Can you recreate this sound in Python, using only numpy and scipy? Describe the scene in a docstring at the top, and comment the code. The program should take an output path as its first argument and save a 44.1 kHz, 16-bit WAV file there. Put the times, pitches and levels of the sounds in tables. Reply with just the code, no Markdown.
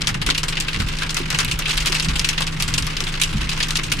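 """Hail patters on a parked car, heard from inside with the engine idling and the wipers running.
Each stone ticks on glass or metal and the small cabin rings briefly; some splinter with a thin snap.
Finer pellets fill the gaps, and a few heavy stones thud on the roof panel.
Underneath lie the cabin's rumble, the engine's throb and drone, and the wipers,
which rumble over the glass and thump at each turn."""
import sys
import numpy as np
from scipy import signal
from scipy.fft import rfft, irfft
from scipy.io import wavfile
from scipy.ndimage import uniform_filter1d

SR = 44100
rng = np.random.default_rng(int(sys.argv[2]) if len(sys.argv) > 2 else 0)


def generate_wav(signal):
    """Clip the signal to [-1, 1] and save it as 16-bit WAV at the path in sys.argv[1]."""
    frames = np.transpose(np.atleast_2d(signal))
    scaled = np.clip(frames, -1, 1) * 32767
    pcm = np.round(scaled).astype(np.int16)
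    wavfile.write(sys.argv[1], SR, pcm)


N = 176400

# how alike the two ears are in the cabin: f/Hz, correlation
EAR_LIKENESS = [(30, 1), (130, 0.87), (280, 0.8), (450, -0.055), (650, -0.86), (1100, 0.39), (2700, 0.34),
                (5000, 0.17), (8500, 0.73), (14000, -0.044)]
# stereo lean of the cabin: f/Hz, left-right/dB
CABIN_BALANCE = [(50, 0), (130, 1.5), (260, -3), (500, -3.5), (1100, 2.5), (2500, -1), (4500, 2), (9000, 0)]
# EQ of the cabin rumble: f/Hz, level/dB
RUMBLE_EQ = [(15, -9), (30, 5), (48, 0), (72, -3.5), (105, 1), (150, 1.5), (220, -7.5), (320, -7.5),
             (450, -14), (650, -17), (1200, -15.5), (3000, -18.5), (8000, -44), (15000, -65)]
# blade rumble through one sweep: t/s after the bottom turn, level/dB
SWEEP_ENVELOPE = [(0, -25.5), (.03, -28), (.11, -32), (.17, -48.5), (.4, -40), (.62, -30), (.73, -30),
                  (.82, -53), (1.13, -62), (1.23, -34)]
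# EQ of the blade rumble: f/Hz, level/dB
SWEEP_EQ = [(25, -32), (52, -2.5), (85, -5), (130, -1), (220, -9), (350, -18.5), (700, -53), (3000, -80)]
# modes of the wiper thump at the bottom and top turns: f/Hz, level/dB, attack/s, decay/s
BOTTOM_MODES = [(52.5, -15, 0.012, 0.074), (85.4, -22, .008, 0.035), (143.2, -20.5, 0.0051, 0.036),
                (202, -10, 0.0084, 0.013)]
TOP_MODES = [(55, -12, 0.012, 0.023), (99, -37, .01, 0.019)]
# heavy hits on the roof: t/s, level/dB
ROOF_HITS = [(.28, -26.5), (.575, -33.5), (1.202, -28.5), (1.898, -30), (2.681, -35.5), (3.026, -31),
             (3.785, -34)]
# roof panel modes: f/Hz, level/dB, decay/s
ROOF_MODES = [(303, -2, 0.037), (344.6, 2.5, 0.017), (384, 1.5, 0.0083)]
# typical strength of one fine pellet: t/s, level/dB
PELLET_ENVELOPE = [(0, -33.5), (.2, -46.5), (.4, -41), (1.1, -34), (1.6, -36.5), (1.85, -29.5), (2.05, -32),
                   (2.5, -37.5), (3.0, -35.5), (3.3, -35), (4, -37)]
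# stones that splinter: t/s, level/dB
SPLINTER_HITS = [(.0181, -32), (.0712, -37), (.2639, -31), (.6016, -25), (.886, -35), (1.034, -36),
                 (1.105, -36), (1.1444, -28), (1.1679, -33), (1.1913, -28), (1.3031, -26), (1.4476, -20.5),
                 (1.5128, -33), (1.5905, -19.5), (1.7764, -24), (1.859, -20), (1.9453, -29), (2.1942, -27),
                 (2.2887, -23), (2.4058, -26), (2.6237, -18), (2.8677, -25.5), (2.9676, -35), (3.235, -22),
                 (3.685, -32), (3.7069, -26), (3.7703, -26)]
# EQ of the ring: f/Hz, level/dB
RING_EQ = [(400, -8.5), (700, -9.5), (1200, -5), (2000, -1), (2700, 6), (3400, 2), (5200, -3), (7000, -8),
           (9500, -12), (11500, -21.5), (13800, -21), (16000, -43)]
# the ring's knock, body and treble ranges: low f/Hz, high f/Hz
RING_RANGES = [(900, 2000), (2200, 5000), (5500, 14000)]
# time constant of the ring: f/Hz, decay/s
RING_DECAYS = [(500, 0.019), (1400, .016), (3000, 0.013), (6000, 0.012), (12000, 0.013)]
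# foreground hailstones: t/s, tick level/dB, ring level/dB, knock re ring/dB, treble re ring/dB,
# left-right/dB
HAILSTONES = [(0.0181, -10.5, -32.5, 2, -11.5, 6), (0.0712, -9, -17, -9.5, -5.5, 1),
              (0.0894, -18, -25, -0.5, -4, 2), (0.1435, -20.5, -24.5, -1.5, -11.5, 1),
              (0.2155, -25, -21.5, -4.5, -8, 8), (0.2639, -19.5, -19.5, -6, -4, 0),
              (0.2862, -35, -24, 4, -7, 13), (0.301, -11.5, -15.5, -12.5, -11, 1),
              (0.3483, -15, -21, -11, -12, 2), (0.3781, -20, -22, -12.5, -1.5, 1),
              (0.4324, -12.5, -24, 0.5, -2, 5), (0.4825, -22, -22, -7.5, 0, 6),
              (0.5251, -18, -24.5, -2.5, -14.5, 2), (0.5697, -30, -19.5, -8, -16, 2),
              (0.6017, -16, -22.5, -21, -2, 6), (0.6818, -30, -21.5, -6.5, -12, 5),
              (0.731, -28, -23.5, -13, -12.5, 10), (0.762, -20.5, -32, -9, -22, 11),
              (0.7993, -24.5, -24, -2, -6.5, 4), (0.886, -23, -24, -12, -11.5, 5),
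              (0.9344, -29, -29, -3.5, -16, 9), (0.9869, -16.5, -33, -4, -12, 3),
              (1.0198, -26, -23, -1, -11, 5), (1.034, -15.5, -30, -1, -18, 3),
              (1.095, -17.5, -30, -7, -18, 12), (1.1051, -20, -27.5, -19, -3.5, 4),
              (1.1446, -17.5, -29.5, -5, -3, 2), (1.168, -17, -18.5, -7, -7.5, 7),
              (1.3031, -12.5, -23.5, -4.5, -3, 6), (1.3266, -16, -33.5, 5, -3, -3),
              (1.3437, -23, -21, -3, -8.5, 1), (1.3876, -10.5, -18.5, -4, -1.5, 5),
              (1.402, -16, -19, -7, -2.5, -1), (1.4477, -17, -24, -11, -5.5, 6),
              (1.4807, -21, -24, -4.5, -12, 1), (1.5129, -17.5, -21, -15, -5.5, 7),
              (1.5906, -22, -22, -4.5, -3.5, 2), (1.6201, -24, -26.5, -19, -15, -5),
              (1.6564, -18, -18, -21, -22.5, -1), (1.692, -20, -22, -6, -5, -3),
              (1.7069, -25, -20.5, -16, -5.5, 1), (1.7765, -13, -20, -9.5, -7.5, 8),
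              (1.8017, -25, -25.5, -27, -4, 5), (1.8591, -13, -26, -22, -2, 6),
              (1.8675, -30, -18, -18, -1, 4), (1.9218, -11, -21.5, -4.5, -8, 5),
              (1.9454, -20, -20.5, -11, -4.5, 13), (1.9978, -12, -22.5, -21, -9.5, 10),
              (2.0248, -21, -27, -6, -1, 1), (2.0469, -16.5, -27, -17, -4, 6),
              (2.0858, -19.5, -23, -18, -11.5, 1), (2.1566, -19, -23.5, -15, -7, 8),
              (2.1945, -7.5, -25, -9, -6, 4), (2.2444, -15, -18, -13, -7.5, 5),
              (2.2887, -11.5, -18, -12.5, -3, 6), (2.3295, -24, -26.5, -7, -8.5, 0),
              (2.3786, -17, -16, -9.5, -16, 5), (2.4058, -29, -26, 1, -1.5, 8),
              (2.4199, -11, -21.5, -8, -9, 1), (2.4688, -17.5, -28.5, -12, -8, 2),
              (2.6001, -19, -25, -5.5, -2.5, 6), (2.6238, -11.5, -22, -8, -3.5, -5),
              (2.6784, -26, -23, -4.5, -3, 8), (2.7395, -12, -20.5, -10, -4, -4),
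              (2.7792, -17, -17.5, -10, -3.5, 3), (2.824, -18.5, -29, -18, -5, 1),
              (2.8678, -22, -26.5, -3.5, -7, 11), (2.9676, -16, -23, -11, -9, 3),
              (3.0046, -13, -26.5, -1.5, -8, 13), (3.039, -22, -35, -14, -5, 9),
              (3.0675, -27, -22.5, -9, -16, 5), (3.0855, -33, -32, -19, -10, 8),
              (3.1405, -18, -28, -8.5, -22, 7), (3.1979, -28, -26, -17, -4, 6),
              (3.2147, -12, -14.5, -16.5, -2, -5), (3.2357, -9.5, -22, -17, -5, 7),
              (3.4136, -31, -25.5, -3, -11.5, -4), (3.4911, -33, -20, -15, -7.5, -6),
              (3.5151, -24, -23, -11, -13.5, 6), (3.603, -15, -16.5, -9.5, -13.5, 7),
              (3.6281, -15, -20.5, -11, -9, 2), (3.6848, -21, -30, -1, -4, -1),
              (3.7069, -11, -30, -0.5, -2, 6), (3.7556, -13.5, -19, -12, -8.5, 7),
              (3.7705, -12.5, -28.5, -7, -4.5, 3), (3.7905, -13, -26.5, -1, -29.5, 4),
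              (3.8339, -29, -23, -23, -4.5, 1), (3.9178, -15.5, -17.5, -9.5, -4, 0)]

WIPER_PERIOD_S, BOTTOM_TURN_S, TOP_TURN_S = 1.277, .797, 0.26
CRUSH_DB, CRUSH_S = -15, .0016  # a tick above this level crushes the ice, in contacts within this time
TOP_HZ = 16600


def undb(db):
    return 10 ** (np.asarray(db) / 20)


def unit(x):
    return x / np.sqrt(np.mean(x ** 2))


def pan(db):
    """Stereo gains with the left louder by db."""
    return undb(np.array([[db], [-db]]) / 2)


def add(out, start, sound):
    """Mix a sound in at a time in seconds."""
    i = int(min(max(start * SR, 0), N - 1))
    out[..., i:i + sound.shape[-1]] += sound[..., :N - i]


def drift(rate):
    """Smooth random drift with an RMS of 1."""
    k = int(SR / rate)
    steps = np.repeat(rng.standard_normal(N // k + 1), k)
    return unit(uniform_filter1d(uniform_filter1d(steps, k), k)[:N])


def wavering_phase(hz, depth, rate):
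    """Phase of a tone whose pitch drifts around hz."""
    return 2 * np.pi * np.cumsum(hz * (1 + depth * drift(rate))) / SR


def on_bins(points):
    """A curve over log frequency, read at every frequency bin."""
    hz, value = np.array(points, float).T
    return np.interp(np.log(np.arange(N // 2 + 1) * SR / N + 1), np.log(hz), value)


def struck_mode(t, hz, attack_s, decay_s):
    """A damped sine with a soft attack and a random phase."""
    envelope = (1 - np.exp(-t / attack_s)) * np.exp(-t / decay_s)
    return envelope * np.sin(2 * np.pi * (hz * t + rng.random()))


def click(hz, length_s, phase):
    """A tiny burst with the energy of one millisecond at level 1; phase in cycles."""
    t = np.arange(SR // 300) / SR
    wave = t * np.exp(-2 * t / length_s) * np.sin(2 * np.pi * (hz * t + phase))
    return wave / np.sqrt(np.sum(wave ** 2) * 1000 / SR)


def cabin_noise(eq):
    """Coloured stereo noise, as alike in both ears as the cabin makes it."""
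    alike = np.clip(on_bins(EAR_LIKENESS), -1, 1)
    lean = undb(on_bins(CABIN_BALANCE) / 2)
    mid, side = rfft(rng.standard_normal((2, N))) * undb(on_bins(eq))
    mid, side = mid * np.sqrt(1 + alike), side * np.sqrt(1 - alike)
    return unit(irfft(np.array([(mid + side) * lean, (mid - side) / lean]), N))


def low_swell(peak_s=1.79, width_s=0.11):
    """The deepest rumble swells once, briefly."""
    t = np.arange(N) / SR
    boom = np.sqrt(2) * np.sin(wavering_phase(hz=42, depth=0.091, rate=23))
    return undb(-28.5) * np.exp(-((t - peak_s) / width_s) ** 2) * boom


def engine():
    """The idle throbs at the firing rate under a wavering drone."""
    firing = wavering_phase(hz=24.8, depth=0.0063, rate=2.96)
    throb = undb(-29 + 0.98 * drift(3.8)) * np.sin(firing) + undb(-45) * np.sin(2 * firing)
    drone = undb(-33.5 + drift(7.7)) * np.sin(wavering_phase(hz=157.3, depth=0.00787, rate=6.03))
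    return np.sqrt(2) * (throb * pan(db=0.2) + drone * pan(db=-1.0))


def wiper_rumble():
    """The blades rumble over the glass and shudder after each turn."""
    into_sweep = np.arange(N) / SR - BOTTOM_TURN_S
    db = np.interp(into_sweep, *np.array(SWEEP_ENVELOPE).T, period=WIPER_PERIOD_S)
    return undb(db) * cabin_noise(SWEEP_EQ)


def wiper_thumps():
    """The blades thump at the bottom of each sweep and more softly at the top."""
    out, t = np.zeros(N), np.arange(SR // 2) / SR
    for first, modes in ((BOTTOM_TURN_S, BOTTOM_MODES), (TOP_TURN_S, TOP_MODES)):
        for start in np.arange(first, N / SR, WIPER_PERIOD_S):
            for hz, db, attack_s, decay_s in modes:
                detuned_hz = hz * (1 + 0.043 * rng.standard_normal())
                add(out, start, undb(db) * struck_mode(t, detuned_hz, attack_s, decay_s))
    return out * pan(db=-0.5)


def roof_thuds():
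    """Heavy stones set the roof panel ringing dully, each at a different spot."""
    out, t = np.zeros(N), np.arange(SR // 4) / SR
    for start, db in ROOF_HITS:
        for hz, mode_db, decay_s in ROOF_MODES:
            spot, detune = rng.standard_normal(2)
            mode = struck_mode(t, hz * (1 + 0.046 * detune), attack_s=0.0016, decay_s=decay_s)
            add(out, start, undb(db + mode_db + 2.0 * spot) * mode)
    return out * pan(db=-7)


def pellets(per_s=105):
    """Fine hail falling at random all over the car, as rows like those of HAILSTONES."""
    count = int(per_s * N / SR)
    starts = (np.arange(count) + 2 * rng.random(count)) / per_s
    size, hard, bright, place = rng.standard_normal((count, 4)).T
    ring_db = np.interp(starts, *np.array(PELLET_ENVELOPE).T) + 3.5 * size
    tick_db = ring_db + 2.5 + 3 * hard
    knock_db, treble_db = np.full(count, -4), -9.5 + 3.9 * bright
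    return np.array([starts, tick_db, ring_db, knock_db, treble_db, 3 * place]).T


def splinters():
    """Ice splits on the glass with a needle-thin snap; a window throws it back once to each ear."""
    out = np.zeros((2, N))
    for start, db in SPLINTER_HITS:
        snap = undb(db) * click(hz=10500, length_s=.0001, phase=rng.random())
        add(out, start, snap * pan(db=-2))
        for ear in out:
            add(ear, start + .0016 * rng.random(), snap / 2)
    return out


def clacks(stones, centre_hz=3097, spread_oct=.7, decay_s=0.0058):
    """The struck spot adds three short modes of its own."""
    out, t = np.zeros((2, N)), np.arange(SR // 20) / SR
    for start, _, ring_db, _, treble_db, _ in stones:
        envelope = undb(ring_db - 6.5) * np.exp(-t / decay_s)
        for pitch in rng.uniform(-0.99, 1, size=3):
            hz = centre_hz * 2 ** (spread_oct * pitch + 0.0249 * (treble_db + 8))
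            ear_phase = 0.9 * rng.random((2, 1))
            add(out, start, envelope * np.sin(2 * np.pi * (hz * t + ear_phase)))
    return out


def rings(stones, attack_s=0.00081, tail_db=-24.5, tail_s=0.026, scatter_db=3.5, lag_s=0.0021):
    """Pane and cabin ring after each stone, each time in another colour, the treble dying first."""
    out, t = 0, np.arange(SR // 10) / SR
    spectrum, hz = rfft(cabin_noise(RING_EQ)), np.arange(N // 2 + 1) * SR / N

    def noise_band(lo, hi):
        return irfft(spectrum * ((hz >= lo) & (hz < hi)), N)

    # the noise's own level in each range, taken out of the gains below
    knock, body, treble = (10 * np.log10(np.mean(noise_band(*span) ** 2)) for span in RING_RANGES)
    attack = 1 - np.exp(-t / attack_s)
    cabin_tail = undb(tail_db) * np.exp(-t / tail_s)
    edges = np.geomspace(400, TOP_HZ, 14)
    for lo, hi in zip(edges, edges[1:]):
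        centre = np.sqrt(lo * hi)
        decay_s = np.interp(centre, *np.array(RING_DECAYS).T)
        hit_power = attack ** 2 * (np.exp(-2 * t / decay_s) + cabin_tail ** 2)
        low = np.interp(centre, [1500, 2600], [1, 0])  # crossfade from knock to body
        high = np.interp(centre, [3600, 7000], [0, 1])  # and from body to treble
        power = np.zeros((2, N))
        for start, _, ring_db, knock_db, treble_db, pan_db in stones:
            tone_db = low * (knock_db - knock) + high * (treble_db - treble) - (1 - low - high) * body
            # each spot on the car stresses other bands, which arrive a little apart
            db = ring_db + 2 + tone_db + scatter_db * rng.uniform(-0.85, 1)
            gain = undb(db) * pan(0.27 * pan_db)
            add(power, start + lag_s * rng.random() ** 2, gain ** 2 * hit_power)
        out = out + np.sqrt(power) * noise_band(lo, hi)
    grain = unit(undb(1.28 * drift(rate=900)))  # reflections arrive in bunches, so the ring is lumpy
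    return out * grain


def ticks(stones, centre_hz=4290, spread_oct=0.41, echo_span_s=.008):
    """Each contact clicks and the ice snaps; hard hits crunch, and the windows reflect each stone."""
    out = np.zeros((2, N))
    for start, tick_db, _, _, treble_db, pan_db in stones:
        contacts = int(np.ceil(undb(tick_db - CRUSH_DB) ** 2))
        gain = undb(tick_db) / np.sqrt(contacts) * pan(pan_db)
        for k, (pitch, jitter) in zip(range(contacts), rng.random((2, 10)).T):
            octaves = spread_oct * (2 * pitch - 1) + 0.042 * (treble_db + 7.5)
            tick = undb(-3) * click(centre_hz * 2 ** octaves, length_s=0.00019, phase=jitter)
            snap = undb(-10 + 0.51 * treble_db) * click(hz=8600, length_s=.0001, phase=pitch)
            add(out, start + CRUSH_S * max(k - jitter, 0) / contacts, (tick + snap) * gain)
        echo = (tick + snap / 2) * undb(tick_db - 1)
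        for ear in out:
            for late, size in zip(rng.random(size=4), rng.uniform(-1.17, 1, size=4)):
                add(ear, start + echo_span_s * late ** 1.5, echo * size)
    return signal.sosfilt(signal.butter(4, [1200, 11800], "band", fs=SR, output="sos"), out)


def scene():
    """A low bed of car sounds with the hail on top."""
    bed = engine() + wiper_thumps() + wiper_rumble() + roof_thuds() + low_swell()
    rumble = undb(-31.5) * cabin_noise(RUMBLE_EQ)
    hail = np.vstack([HAILSTONES, pellets()])
    return bed + rumble + ticks(hail) + rings(hail) + clacks(hail) + splinters()


def record(dry):
    """Clip the sharpest peaks, roll off the highs and cut the very top."""
    clipped = np.clip(dry, -.85, .85)
    soft = signal.sosfilt(signal.butter(6, 14500, fs=SR, output="sos"), clipped)
    return signal.sosfilt(signal.ellip(8, .2, 80, TOP_HZ, fs=SR, output="sos"), soft)


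dry = scene()
out = record(dry)
generate_wav(out)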